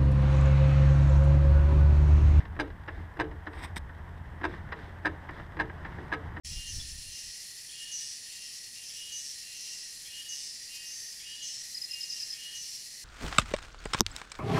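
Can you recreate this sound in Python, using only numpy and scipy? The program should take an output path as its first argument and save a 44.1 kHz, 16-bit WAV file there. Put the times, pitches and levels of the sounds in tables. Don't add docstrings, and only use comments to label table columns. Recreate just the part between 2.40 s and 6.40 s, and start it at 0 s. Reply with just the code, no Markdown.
import sys
import numpy as np
from scipy import signal
from scipy.fft import rfft, irfft
from scipy.io import wavfile
from scipy.ndimage import uniform_filter1d

SR = 44100
rng = np.random.default_rng(int(sys.argv[2]) if len(sys.argv) > 2 else 0)


def wav_record(signal):
    frames = np.transpose(np.atleast_2d(signal))
    bounded = np.clip(frames, -1, 1)
    quanta = np.round(bounded * 32767).astype(np.int16)
    wavfile.write(sys.argv[1], SR, quanta)


N = 176400
THUD_HZ, CLICK_HZ = 514, 3020


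def undb(db):
    return 10 ** (np.asarray(db) / 20)


def unit_rms(x):
    return x / np.sqrt(np.mean(x ** 2))


def decay(t, t60_s):
    return np.exp(-np.log(1000) * t / t60_s)


def gain_at(spectrum, hz):
    freq_hz, gain_db = np.array(spectrum, float).T
    return undb(np.interp(np.log(hz + 1e-9), np.log(freq_hz), gain_db))


def colour(x, spectrum):
    return irfft(rfft(x) * gain_at(spectrum, np.fft.rfftfreq(len(x), 1 / SR)), len(x))


def highpass(x, hz):
    return signal.sosfiltfilt(signal.butter(2, hz, "high", fs=SR, output="sos"), x)


def noise(spectrum):
    return unit_rms(colour(rng.standard_normal(N), spectrum))


def wander(hz):
    hold = max(int(SR / hz), 2)
    steps = np.repeat(rng.standard_normal(N // hold + 1), hold)
    return unit_rms(uniform_filter1d(steps, hold)[:N])


def add(out, start_s, x):
    i = max(int(start_s * SR), 0)
    out[i:i + len(x)] += x[:max(len(out) - i, 0)]


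# pitch_hz, level_db, t60_s
SHAFT_MODES = [(316.2, -4, 0.21), (441, -15.5, 0.16), (558, -9, 0.059), (685, -6.5, 0.059),
               (930, -4.5, 0.06), (1067, -11.5, 0.14), (1282, -10.5, 0.14), (1553, -7, 0.12),
               (1648, 2.5, 0.044), (1796, 0, 0.053), (1914, -8, 0.054), (2135, -10, 0.076),
               (2630, -12, 0.051), (2860, -26, 0.039), (3480, -37, 0.011), (4010, -14, 0.036),
               (4860, -16.5, 0.024)]

def shaft_ring(t, scatter_db=1.5, detune=0.0059):
    offset_db = scatter_db * rng.standard_normal(len(SHAFT_MODES))
    tuning = 1 + detune * rng.standard_normal(len(SHAFT_MODES))
    ring = 0
    for k, (pitch_hz, level_db, t60_s) in enumerate(SHAFT_MODES):
        wave = (-1) ** k * np.sin(2 * np.pi * pitch_hz * tuning[k] * t)
        ring += undb(level_db + offset_db[k]) * wave * decay(t, t60_s)
    return ring


def underbody_ring(t, spectrum, t60_s, treble_damping=0.2):
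    hz = np.fft.rfftfreq(len(t), 1 / SR)
    gain = gain_at(spectrum, hz)
    white = rfft(rng.standard_normal(len(t)))
    edges_hz = np.geomspace(100, 16000, 16)
    ring = 0
    for low_hz, high_hz in zip(edges_hz, edges_hz[1:]):
        band = gain * (hz >= low_hz) * (hz < high_hz)
        fade = decay(t, t60_s * (CLICK_HZ / low_hz) ** treble_damping)
        share = np.sqrt(np.mean(fade ** 2) * np.sum(band ** 2) / np.sum(gain ** 2))
        ring += share * unit_rms(irfft(white * band, len(t)) * fade)
    return ring


def contact(spectrum, t60_s, thud_db, click_db, body_db, shaft_db, rise_s=0.00079):
    t = np.arange(12000) / SR
    ring = undb(body_db) * underbody_ring(t, spectrum, t60_s) + undb(shaft_db) * shaft_ring(t)
    thud = ring - highpass(ring, THUD_HZ)
    click = highpass(ring, CLICK_HZ)
    shelved = ring + (undb(thud_db) - 1) * thud + (undb(click_db) - 1) * click
    return shelved * np.minimum(t / rise_s, 1)


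def shaft_tube(x, gain_db, pitch_hz=1760, width_hz=230):
    b, a = signal.iirpeak(pitch_hz, pitch_hz / width_hz, fs=SR)
    return x + (undb(gain_db) - 1) * signal.lfilter(b, a, x)


# freq_hz, gain_db
KNOCK_SPECTRUM = [(120, 0), (250, -42), (320, 2.5), (490, -14.5), (700, -9), (950, 0), (1400, -12),
                  (1680, 8.5), (2000, -13.5), (2350, -6.5), (2580, -23), (2850, -10.5), (3250, -20.5),
                  (3700, -14.5), (4450, -29), (4950, -16), (5400, -32.5), (6100, -26.5), (6800, -43),
                  (7800, -39), (8400, -32), (10000, -41.5), (15000, -56)]
# start_s, level_db, rebound_s, rebound_db, thud_db, tube_db, click_db
KNOCKS = [(0.1982, 0.5, .0078, -4, 1.5, -14, 3.5), (0.7987, 0.5, .0085, -2.5, 2, -3.5, 0),
          (2.0403, -0.5, .0100, 0.5, -1.5, -6.5, -3), (2.6554, 2, .0100, -5, -5, 3, -0.5),
          (3.1985, 1, .0095, -2.5, -4.5, 1, -4.5), (3.7248, -1, .0102, 1, -5.5, -3.5, -4)]

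def knocks(t60_s=0.044):
    out = np.zeros(N)
    for start_s, level_db, rebound_s, rebound_db, thud_db, tube_db, click_db in KNOCKS:
        contacts = [(-0.0072, -6.5, -13),
                    (0, 0, 0),
                    (rebound_s, rebound_db, 1),
                    (rebound_s + 0.008, rebound_db - 8, 1)]
        for lag_s, force_db, edge_db in contacts:
            hit = contact(KNOCK_SPECTRUM, t60_s, thud_db, click_db + edge_db,
                          body_db=-23.5, shaft_db=-30.5)
            add(out, start_s + lag_s, undb(level_db + force_db) * shaft_tube(hit, tube_db))
    return out


# freq_hz, gain_db
SOFT_SPECTRUM = [(150, -27), (320, 0.5), (500, -11.5), (950, 0.5), (1350, -4.5), (1850, 5), (2150, -10.5),
                 (2550, -16), (2900, -15.5), (3800, -23.5), (4400, -35), (5000, -27), (6800, -55),
                 (15000, -58)]
# start_s, level_db, rebound_s, rebound_db, thud_db, click_db
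CLACKS = [(.481, -1.5, 0.0049, -0.5, -2, 2.5), (1.070, -2, 0.0073, -8.5, 3, 3),
          (2.323, 1.5, 0.0057, -4.5, -5.5, 4.5), (2.8906, -1, .003, -3, -5, -6),
          (3.450, -2, 0.011, -6.5, -2.5, 2), (3.968, -2.5, .005, -12, 3, -1.5)]

def clacks(t60_s=0.05):
    out = np.zeros(N)
    for start_s, level_db, rebound_s, rebound_db, thud_db, click_db in CLACKS:
        for lag_s, force_db in ((-0.004, -7.5), (0, 0), (rebound_s, rebound_db)):
            hit = contact(SOFT_SPECTRUM, t60_s, thud_db, click_db, body_db=-32, shaft_db=-45)
            add(out, start_s + lag_s, undb(level_db + force_db) * hit)
    return out


# start_s, level_db, thud_db, click_db
TICKS = [(.003, -3.5, 2, 10), (0.053, -4, -5, 10), (0.165, -2, 12, -1), (0.302, -8.5, 3, 11.5),
         (0.577, -9, 15, -8), (.770, -2.5, 11, 0), (.842, -5, -5, 10), (.913, -6, 14, 7),
         (1.133, -3.5, -6, 8.5), (1.170, -3.5, 11, 5), (1.494, -2.5, -11, -4), (2.013, 2, 9.5, 2),
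         (2.114, -9, 0, -6), (2.139, 1.5, 4, 3), (2.289, -6, 5, 0), (2.998, 2.5, 0.5, -8),
         (3.169, 2, 10.5, 3), (3.298, 3.5, 0.5, -12), (3.52, -4.5, -11, 4), (3.584, -3, 14.5, -6),
         (3.919, -7.5, 10, 3)]

def ticks(t60_s=0.057):
    out = np.zeros(N)
    for start_s, level_db, thud_db, click_db in TICKS:
        hit = contact(SOFT_SPECTRUM, t60_s, thud_db, click_db, body_db=-40.5, shaft_db=-53.5)
        add(out, start_s, undb(level_db) * hit)
    return out


# pitch_hz, level_db, t60_s
TUNNEL_MODES = [(272, 1, 0.34), (325.7, 4, .26), (337, 7, 0.22), (365, -3, .22), (407, 2, 0.19),
                (445, -2, 0.27), (537, -14, 0.23)]

def floor_tunnel(gain_db=-42, rise_s=0.041, detune=0.0598):
    t, out = np.arange(20000) / SR, np.zeros(N)
    swell = np.minimum(t / rise_s, 1)
    for start_s, knock_db, _, _, thud_db, _, _ in KNOCKS:
        for pitch_hz, mode_db, t60_s in TUNNEL_MODES:
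            detuned_hz = pitch_hz * (1 + detune * rng.standard_normal())
            wave = np.sin(2 * np.pi * (detuned_hz * t + rng.random()))
            gain = undb(gain_db + knock_db + thud_db + mode_db)
            add(out, start_s, gain * wave * decay(t, t60_s) * swell)
    return out


# freq_hz, gain_db
SCUFF_SPECTRUM = [(200, 0.5), (500, -10), (1000, -1.5), (1400, -8.5), (1900, 0.5), (2400, -9), (2900, -14),
                  (3700, -5.5), (4400, -18.5), (5200, -10), (6500, -28), (7600, -21), (8350, -9),
                  (9300, -20.5), (12000, -27.5), (15000, -32)]
# start_s, rise_s, hold_s, release_s, level_db, treble_db
SCUFFS = [(1.101, 0.097, 0.04, 0.075, -45, -10), (1.221, 0.021, 0.0055, 0.017, -41, -2),
          (1.359, 0.0029, 0.021, 0.0044, -44.5, 7), (1.363, 0.0025, 0.005, 0.0041, -39.5, -24)]

def scuffs(grain):
    t, out = np.arange(N) / SR, np.zeros(N)
    scuff = noise(SCUFF_SPECTRUM) * grain
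    treble = highpass(scuff, CLICK_HZ)
    for start_s, rise_s, hold_s, release_s, level_db, treble_db in SCUFFS:
        swell = np.interp(t, start_s + np.cumsum([0, rise_s, hold_s, release_s]), [0, 1, 1, 0])
        out += undb(level_db) * swell * (scuff + (undb(treble_db) - 1) * treble)
    return out


# freq_hz, gain_db
RUB_SPECTRUM = [(300, 14), (1000, 1), (1900, 13.5), (2600, -5), (3600, -1), (4400, -10), (5100, -9.5),
                (6800, -23.5), (8300, -22.5), (11000, -27.5), (15000, -41)]
# centre_s, half_width_s, level_db
RUBS = [(0.016, 0.024, -50.5), (0.57, 0.074, -53.5), (1.866, 0.021, -56.5), (2.13, 0.063, -49),
        (2.43, 0.09, -50.5), (2.972, 0.079, -49.5), (3.58, 0.16, -55), (3.855, 0.035, -71)]

def rubbing(grain):
    t = np.arange(N) / SR
    swell = sum(undb(level_db) * np.exp(-((t - centre_s) / half_width_s) ** 2)
                for centre_s, half_width_s, level_db in RUBS)
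    return swell * noise(RUB_SPECTRUM) * grain


def grit(rate_per_s=40, gain_db=-59.5, spread_db=4, decay_s=0.003):
    onsets = rng.random(N) < rate_per_s / SR
    strength = undb(spread_db * np.minimum(rng.exponential(size=N), 3))
    fade = np.exp(-np.arange(1500) / SR / decay_s)
    bursts = signal.fftconvolve(onsets * strength, fade)[:N]
    return undb(gain_db) * bursts * noise(RUB_SPECTRUM)


# freq_hz, gain_db
GARAGE_SPECTRUM = [(100, -32), (250, -4.5), (370, 1.5), (520, -0.5), (1000, -17), (1800, -19), (3500, -14),
                   (8000, -46), (15000, -27)]

def garage(x, t60_s=0.3, rise_s=0.0083):
    t = np.arange(30000) / SR
    tail = rng.standard_normal(len(t)) * np.minimum(t / rise_s, 1) ** 2 * decay(t, t60_s)
    response = colour(unit_rms(tail) / np.sqrt(len(t)), GARAGE_SPECTRUM)
    return signal.fftconvolve(x, response)[:N]


# freq_hz, gain_db
AIR_SPECTRUM = [(20, -7.5), (40, 4.5), (62, 3.5), (80, 6.5), (110, 0), (170, -4.5), (240, -13.5),
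                (330, -16.5), (480, -20.5), (700, -18), (950, -15), (1300, -21.5), (1600, -18),
                (1900, -18.5), (2400, -34), (3200, -33.5), (4400, -45), (5100, -43.5), (6800, -49.5),
                (7800, -48.5), (8300, -47), (9500, -51), (15000, -51.5)]
# time_s, gain_db
BOOM_LEVEL = [(0, -1), (.8, 0), (1.1, -6), (1.8, 0), (2.3, 2.5), (2.9, 1), (3.5, 3.5), (4, 6.5)]
# time_s, gain_db
MID_LEVEL = [(0, 1), (.4, 0.5), (.6, 1), (1.0, 1.5), (1.7, 1), (2.2, 3.5), (2.55, 3.5), (2.95, 2.5),
             (3.15, 3.5), (3.55, 5.5), (4, 4)]

def air_noise(level_db=-43.5, throb_db=2.5, flicker_db=0.8):
    t = np.arange(N) / SR
    air = undb(level_db) * noise(AIR_SPECTRUM)
    above_sub, above_bass, hiss = (highpass(air, hz) for hz in (83, 227, 6800))
    boom_db = np.interp(t, *np.array(BOOM_LEVEL).T)
    rumble = (air - above_sub) + (above_sub - above_bass) * undb(boom_db)
    mid_db = np.interp(t, *np.array(MID_LEVEL).T) + flicker_db * wander(hz=25.44)
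    throb = unit_rms(undb(throb_db * wander(hz=14)))
    return rumble * throb + (above_bass - hiss) * undb(mid_db) + hiss


def hum(pitch_hz=82.7, level_db=-49, drift=0.024, waver_db=2):
    phase = 2 * np.pi * np.cumsum(pitch_hz * (1 + drift * wander(hz=8))) / SR
    tone = np.sin(phase) * undb(waver_db * wander(hz=6.27))
    return undb(level_db) * unit_rms(tone)


def scene(grain_db=1.5):
    contacts = knocks() + clacks() + ticks()
    ringing = floor_tunnel() + garage(contacts)
    grain = unit_rms(undb(grain_db * wander(hz=410.5)))
    friction = scuffs(grain) + rubbing(grain)
    return (contacts + ringing + friction + grit() + air_noise() + hum())[None]


def record(dry):
    cutoff_hz = 15400
    return signal.sosfilt(signal.ellip(10, .2, 70, cutoff_hz, fs=SR, output="sos"), dry)


dry = scene()
out = record(dry)
wav_record(out)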